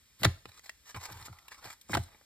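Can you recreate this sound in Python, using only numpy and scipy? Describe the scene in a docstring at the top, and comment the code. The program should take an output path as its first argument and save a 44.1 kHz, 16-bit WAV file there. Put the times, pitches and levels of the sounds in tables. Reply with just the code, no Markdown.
"""Squaring a stack of cards.

Stiff kraft paper cards are knocked on edge against a craft table, shuffled into line and knocked again.
Faces slide with a fibrous rasp, the table thumps in its low modes, edges land one after another as
bursts of tiny clicks that ring the stack, and single edges flick past each other.
It is heard close up in a small, quiet room, with stereo widening."""
import sys
import numpy as np
from scipy import signal
from scipy.fft import rfft, irfft, next_fast_len
from scipy.io import wavfile

SR = 44100
rng = np.random.default_rng(int(sys.argv[2]) if len(sys.argv) > 2 else 0)


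def store_wav(level_fs):
    """Save 16-bit WAV to argv[1]."""
    pcm = np.round(np.clip(np.atleast_2d(level_fs), -1, 1) * 32767)
    wavfile.write(sys.argv[1], SR, pcm.T.astype(np.int16))


N = 99225
FIBRE_HZ = 1484  # rate of the paper's roughness
TOP_HZ = 15900


def undb(db):
    """Decibels to gain."""
    return 10 ** (np.asarray(db) / 20)


def unit(x):
    """Scale to rms 1."""
    return x / np.sqrt(np.mean(x ** 2))


def flutter(hz, size):
    """Random values joined by lines, hz of them a second."""
    return np.interp(np.arange(size) * hz / SR, np.arange(size), rng.standard_normal(size))


def add(track, start_s, sound):
    """Mix a sound in at its time."""
    i = int(start_s * SR)
    lo, hi = max(i, 0), min(i + len(sound), N)
    track[lo:hi] += sound[lo - i:hi - i]


def ring(x, hz, t60_s):
    """One damped resonance, gain 1 at its pitch."""
    return signal.lfilter(*signal.iirpeak(hz, hz * t60_s * np.pi / np.log(1000), fs=SR), x)


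def colour(x, points, body_db=0, treble_db=0, grip_db=0):
    """Unit-power filter through (Hz, dB) points, with two shelves and resonances that vary by grip."""
    body_hz, treble_hz, grip_spacing_hz = 900, 3204, 226.7
    size = next_fast_len(len(x) + 2048, real=True) * 2
    hz = np.maximum(np.fft.rfftfreq(size, 1 / SR), 1)
    point_hz, point_db = np.array(points).T
    curve_db = np.interp(np.log(hz), np.log(point_hz), point_db)
    curve_db += body_db / (1 + (hz / body_hz) ** 4) + treble_db / (1 + (treble_hz / hz) ** 4)
    curve_db += grip_db * np.interp(hz / grip_spacing_hz, np.arange(size), rng.standard_normal(size))
    cepstrum = irfft(np.log(unit(undb(curve_db))))
    cepstrum[1:size // 2] *= 2  # fold to minimum phase
    cepstrum[size // 2 + 1:] = 0
    return irfft(rfft(x, size) * np.exp(rfft(cepstrum)))[:len(x)]


# Spectrum of the room's noise. Each row: frequency in Hz, relative level in dB.
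ROOM_SPECTRUM = [(22, -26.5), (36, -2.5), (60, 5.5), (120, -5.5), (250, -10.5), (700, -18.5), (2000, -12),
                 (5000, -11.5), (16000, -18)]


def room_noise(level_db=-65.5):
    """The room's faint steady noise."""
    return undb(level_db) * colour(rng.standard_normal(N), ROOM_SPECTRUM)


# Card faces sliding. Each row: fastest moment in seconds, rise in ms, fall in ms, level in dB,
# bass boost and equal treble cut in dB, rasp pitch in Hz.
SLIDES = [(0.202, 8.2, 55, -50, -6, 12900), (0.489, 12.4, 10.4, -56.5, 1, 3980),
          (0.585, 42, 6.5, -59.5, -3, 2060), (0.641, 6, 41, -56, -6, 4230), (.902, 27, 16.7, -49, -4, 5860),
          (0.953, 5.7, 24, -48, 3.5, 1000), (1.024, 14, 42, -44, -1, 970), (1.098, 15.3, 11, -49.5, 5, 860),
          (1.125, 11.3, 11.5, -49.5, 0, 12200), (1.188, 42, 35, -52.5, 5.5, 890),
          (1.222, 24, 10, -50.5, -2.5, 1210), (1.264, 14.5, 9.6, -50, -3, 7400),
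          (1.335, 90, 120, -61, 3, 1340), (1.525, 9.3, 17.3, -48.5, -0.5, 1610),
          (1.589, 18, 16, -57, 3, 5230), (1.66, 22.8, 24.5, -47, 3, 4300),
          (1.723, 22, 16.6, -49.5, -2.5, 1330), (1.909, 11.3, 52, -45.5, -6, 2200),
          (2.025, 50, 37, -56, -15, 3930), (2.09, 10, 74, -63, 5.5, 2030)]
# Spectrum of a slide. Each row: frequency in Hz, relative level in dB.
SLIDE_SPECTRUM = [(80, 1.5), (250, -8.5), (450, -1), (650, -3.5), (950, 3.5), (1500, 1), (2100, 2.5),
                  (2900, -2.5), (4400, -1.5), (8000, -5), (13000, -10), (16000, -10.5)]


def slides(fibre_db=3, catch_hz=111, catch_db=3.5, rasp_db=2.5, rasp_q=11, stack_db=-0.5):
    """Each slide swells and fades; fibres rasp around one pitch and the cards catch and slip."""
    out, size = np.zeros(N), 16384
    ms = (np.arange(size) - size // 2) * 1000 / SR
    for peak_s, rise_ms, fall_ms, db, body_db, hz in SLIDES:
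        rise = np.exp(-(ms / rise_ms) ** 2 / 2)
        fall = 1 / np.cosh(np.minimum(np.abs(ms / fall_ms) * np.sqrt(2), 20))
        speed = np.where(ms < 0, rise, fall)
        noise = rng.standard_normal(size)
        rough_db = fibre_db * flutter(FIBRE_HZ, size) + catch_db * flutter(catch_hz, size)
        fibres = speed * unit(noise * undb(rough_db))
        rasp = undb(rasp_db) * ring(fibres, hz, t60_s=np.log(1000) * rasp_q / (np.pi * hz))
        slide = colour(fibres + rasp, SLIDE_SPECTRUM, body_db, -body_db, grip_db=3.5)
        add(out, peak_s - size / 2 / SR, undb(db) * slide)
    return out + undb(stack_db) * stack_ring(out)


# Modes of the stack on the mat. Each row: frequency in Hz, gain in dB, T60 in seconds.
STACK_MODES = [(824.5, 0.5, 0.089), (1038, -3, 0.21), (1207, -6, 0.03), (1400, -14, 0.039),
               (1530, -13.5, 0.22), (2007, -6.5, 0.13), (3890, -9, 0.055)]


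def stack_ring(x):
    """The stack rings hollow when its cards slide or land."""
    return sum(undb(db) * ring(x, hz, t60_s) for hz, db, t60_s in STACK_MODES)


# Pushes on the table top. Each row: start in seconds, level in dB, tilt in dB per octave.
THUMPS = [(0.196, -45.5, 0), (0.2467, -21, 3), (0.459, -54.5, 1), (0.949, -39.5, -2.5), (1.10, -49.5, 4.5),
          (1.136, -45, -8.5), (1.199, -49, -6), (1.287, -44.5, -0.5), (1.645, -55, 6.5), (1.896, -42.5, 6),
          (1.933, -32.5, 5), (1.971, -29.5, -1)]
# Modes of the table. Each row: frequency in Hz, gain in dB, T60 in seconds.
TABLE_MODES = [(45.7, -19, 0.3), (85.8, 5, 0.16), (114, 10.5, 0.099), (175.3, -5.5, 0.11),
               (313, -11.5, 0.086), (389.5, -23, .12), (539.6, -18, 0.052)]


def table_thumps(swell_cycles=2.47):
    """The table top swells into its low modes after each push and dies away."""
    out, t = np.zeros(N), np.arange(SR // 2) / SR
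    pivot_hz = TABLE_MODES[1][0]
    for start_s, db, tilt_db in THUMPS:
        for hz, mode_db, t60_s in TABLE_MODES:
            swell = 1 - np.exp(-(t * hz / swell_cycles) ** 2)
            decay = np.exp(-np.log(1000) * t / t60_s)
            gain = 2 * undb(db + mode_db + tilt_db * np.log2(hz / pivot_hz))
            add(out, start_s, gain * swell * decay * np.sin(2 * np.pi * hz * t))
    return out


def contact(decay_ms, attack_ms, rough_db=3, size=4096):
    """A paper edge meets something: a fast burst of tiny clicks that dies away."""
    ms = np.arange(size) * 1000 / SR
    envelope = (1 - np.exp(-ms / attack_ms)) * np.exp(-ms / decay_ms)
    phase = np.angle(rfft(envelope * rng.standard_normal(size)))
    clicks = np.sign(irfft(np.exp(1j * phase)))  # signs of a spectrally flat burst
    roughness = undb(rough_db * flutter(FIBRE_HZ, size))
    return unit(envelope * clicks * roughness) * np.sqrt(decay_ms / ms[-1])


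# Edges landing. Each row: start in seconds, level in dB, decay in ms, bass in dB, treble in dB.
LANDINGS = [(.218, -39, 7.5, 24, 11), (0.2326, -23, 3, -20, 8), (0.2341, -27.5, 4.2, -3, 0),
            (.239, -36, 7, 28, -9), (0.2422, -29.5, 2.9, -13, 10), (0.2455, -20.5, 5.3, -6, 11),
            (.2492, -25, 2.5, 10, 9), (0.2504, -13.5, 1.91, -6, 2), (0.26, -37, 6.3, -21, -17),
            (0.455, -39, 2.4, -2.5, -3.5), (0.945, -39.5, 7.7, 9, -1), (1.282, -43.5, 1.75, 8.5, -15),
            (1.893, -44.5, 22, 18, -15), (1.9318, -28, 4.6, -6.5, -2), (1.9393, -29.5, 3.8, -4, 9),
            (1.9485, -25, 3.45, -8.5, 10.5), (1.9497, -20.5, 3.2, 3.5, -17.5), (1.9699, -25, 4, 13.5, 6.5),
            (1.9739, -36.5, 3.7, 9, -8), (2.146, -52.5, 1.74, 5, -3), (2.211, -57.5, 4.5, 17.5, -2)]
# Spectrum of a landing. Each row: frequency in Hz, relative level in dB.
LANDING_SPECTRUM = [(70, -19), (200, -4.5), (450, -4), (650, -3.5), (830, -2.5), (1050, -4), (1500, -1.5),
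                    (2050, -3.5), (2700, -9.5), (3900, -12.5), (5500, -20.5), (8000, -23.5), (12500, -29.5),
                    (16000, -27.5)]


def landings(crack_db=-12.5, crack_ms=1.1, crack_hz=4200):
    """Cards drop on edge onto the mat: the edge cracks, the card follows and the stack rings."""
    out = np.zeros(N)
    highpass = signal.butter(2, crack_hz, "high", fs=SR)
    for start_s, db, decay_ms, body_db, treble_db in LANDINGS:
        crack = undb(crack_db) * signal.lfilter(*highpass, contact(crack_ms, crack_ms / 10))
        card = contact(decay_ms, attack_ms=0.94)
        landing = colour(crack + card, LANDING_SPECTRUM, body_db, treble_db, grip_db=4.5)
        add(out, start_s, undb(db) * landing)
    return out + stack_ring(out)


# Edges flicking. Each row: start in seconds, level in dB, decay in ms, treble in dB, ring pitch in Hz.
FLICKS = [(0.517, -51, 1, -4, 3980), (0.593, -48, 2.1, -2, 2620), (0.658, -50, 4.6, -1, 1860),
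          (0.694, -35.5, 1.6, -5.5, 1903), (1.127, -42, 1.2, 10, 3900), (1.225, -48, 2.4, -3, 4260),
          (1.269, -48, 1.5, 1, 2870), (1.386, -52, 3, -0.5, 1200), (1.481, -47, 5.5, 3, 1066),
          (1.517, -49, 3.4, -17, 1660), (1.6425, -42, 1.6, -7, 2990), (1.701, -45, 4.6, -3, 1264),
          (1.705, -45, 1.47, -10.5, 2420), (1.812, -49.5, 4.35, 17, 3194)]
# Spectrum of a flick. Each row: frequency in Hz, relative level in dB.
FLICK_SPECTRUM = [(100, -14), (500, -11), (1000, -5), (1500, -10.5), (2000, -1), (3000, -8.5), (5000, -4.5),
                  (8000, -10), (12500, -13.5), (16000, -11)]


def flicks(ring_db=12.5, overtone_ratio=2.6, overtone_db=5.5, t60_s=0.013):
    """Single edges snap past their neighbours and ring briefly, with one overtone."""
    out = np.zeros(N)
    for start_s, db, decay_ms, treble_db, hz in FLICKS:
        burst = contact(decay_ms, attack_ms=1)
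        snap = undb(db) * colour(burst, FLICK_SPECTRUM, treble_db=treble_db, grip_db=4.5)
        tone = undb(ring_db) * ring(snap, hz, t60_s)
        overtone = undb(overtone_db) * ring(snap, min(hz * overtone_ratio, TOP_HZ), t60_s)
        add(out, start_s, snap + tone + overtone)
    return out


def near_reflections(x):
    """The table and hands scatter the sound over a few milliseconds."""
    scatter = contact(decay_ms=6.4, attack_ms=0.27)
    return signal.fftconvolve(x, scatter / np.linalg.norm(scatter))[:N]


def room_echo(x, level_db=-21.5, t60_s=0.35, build_s=0.013):
    """The room's short, soft tail."""
    t = np.arange(SR) / SR
    envelope = np.exp(-np.log(1000) * t / t60_s) * (1 - np.exp(-(t / build_s) ** 2))
    tail = unit(rng.standard_normal(SR) * envelope) / np.sqrt(SR)
    tail = colour(tail, [(1, 0), (SR, 0)], treble_db=1.5)
    return undb(level_db) * signal.fftconvolve(x, tail)[:N]


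# Phase of the stereo widening. Each row: frequency in Hz, lead of the left channel in radians.
LEFT_LEAD = [(0, 0), (600, -.5), (850, -.2), (1750, -.15), (2600, 2.3), (3800, .85), (5100, 1.4),
             (5950, 3.14), (8000, 6.28), (8800, 6.7), (9800, 9.2), (10850, 9.6), (11900, 12.4),
             (13000, 12.7), (14000, 15.3), (16000, 16.1)]


def stereo_widening(common, apart, apart_hz=3510):
    """The phase between left and right varies with pitch; `apart` is added left, subtracted right."""
    hz = np.fft.rfftfreq(2 * N, 1 / SR)
    lead = np.interp(hz, *np.array(LEFT_LEAD).T)
    mid = rfft(common, 2 * N)
    side = rfft(apart, 2 * N) * np.maximum(np.abs(np.sin(lead)), np.exp(-hz / apart_hz))
    return np.array([irfft((mid + sign * side) * np.exp(sign * .5j * lead))[:N] for sign in (1, -1)])


def scene():
    """Cards and table, with near reflections, the room's echo and its noise."""
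    cards = landings() + flicks() + slides()
    thumps, noise = table_thumps(), room_noise()
    direct = cards + thumps
    nearby = near_reflections(undb(-8.5) * (cards + noise) + undb(-33.5) * thumps)
    return stereo_widening(common=direct + room_echo(direct) + noise, apart=nearby + room_echo(cards))


def record(dry):
    """A steep low-pass cuts the top."""
    return signal.sosfilt(signal.ellip(10, .2, 80, TOP_HZ, fs=SR, output="sos"), dry)


dry = scene()
out = record(dry)
store_wav(out)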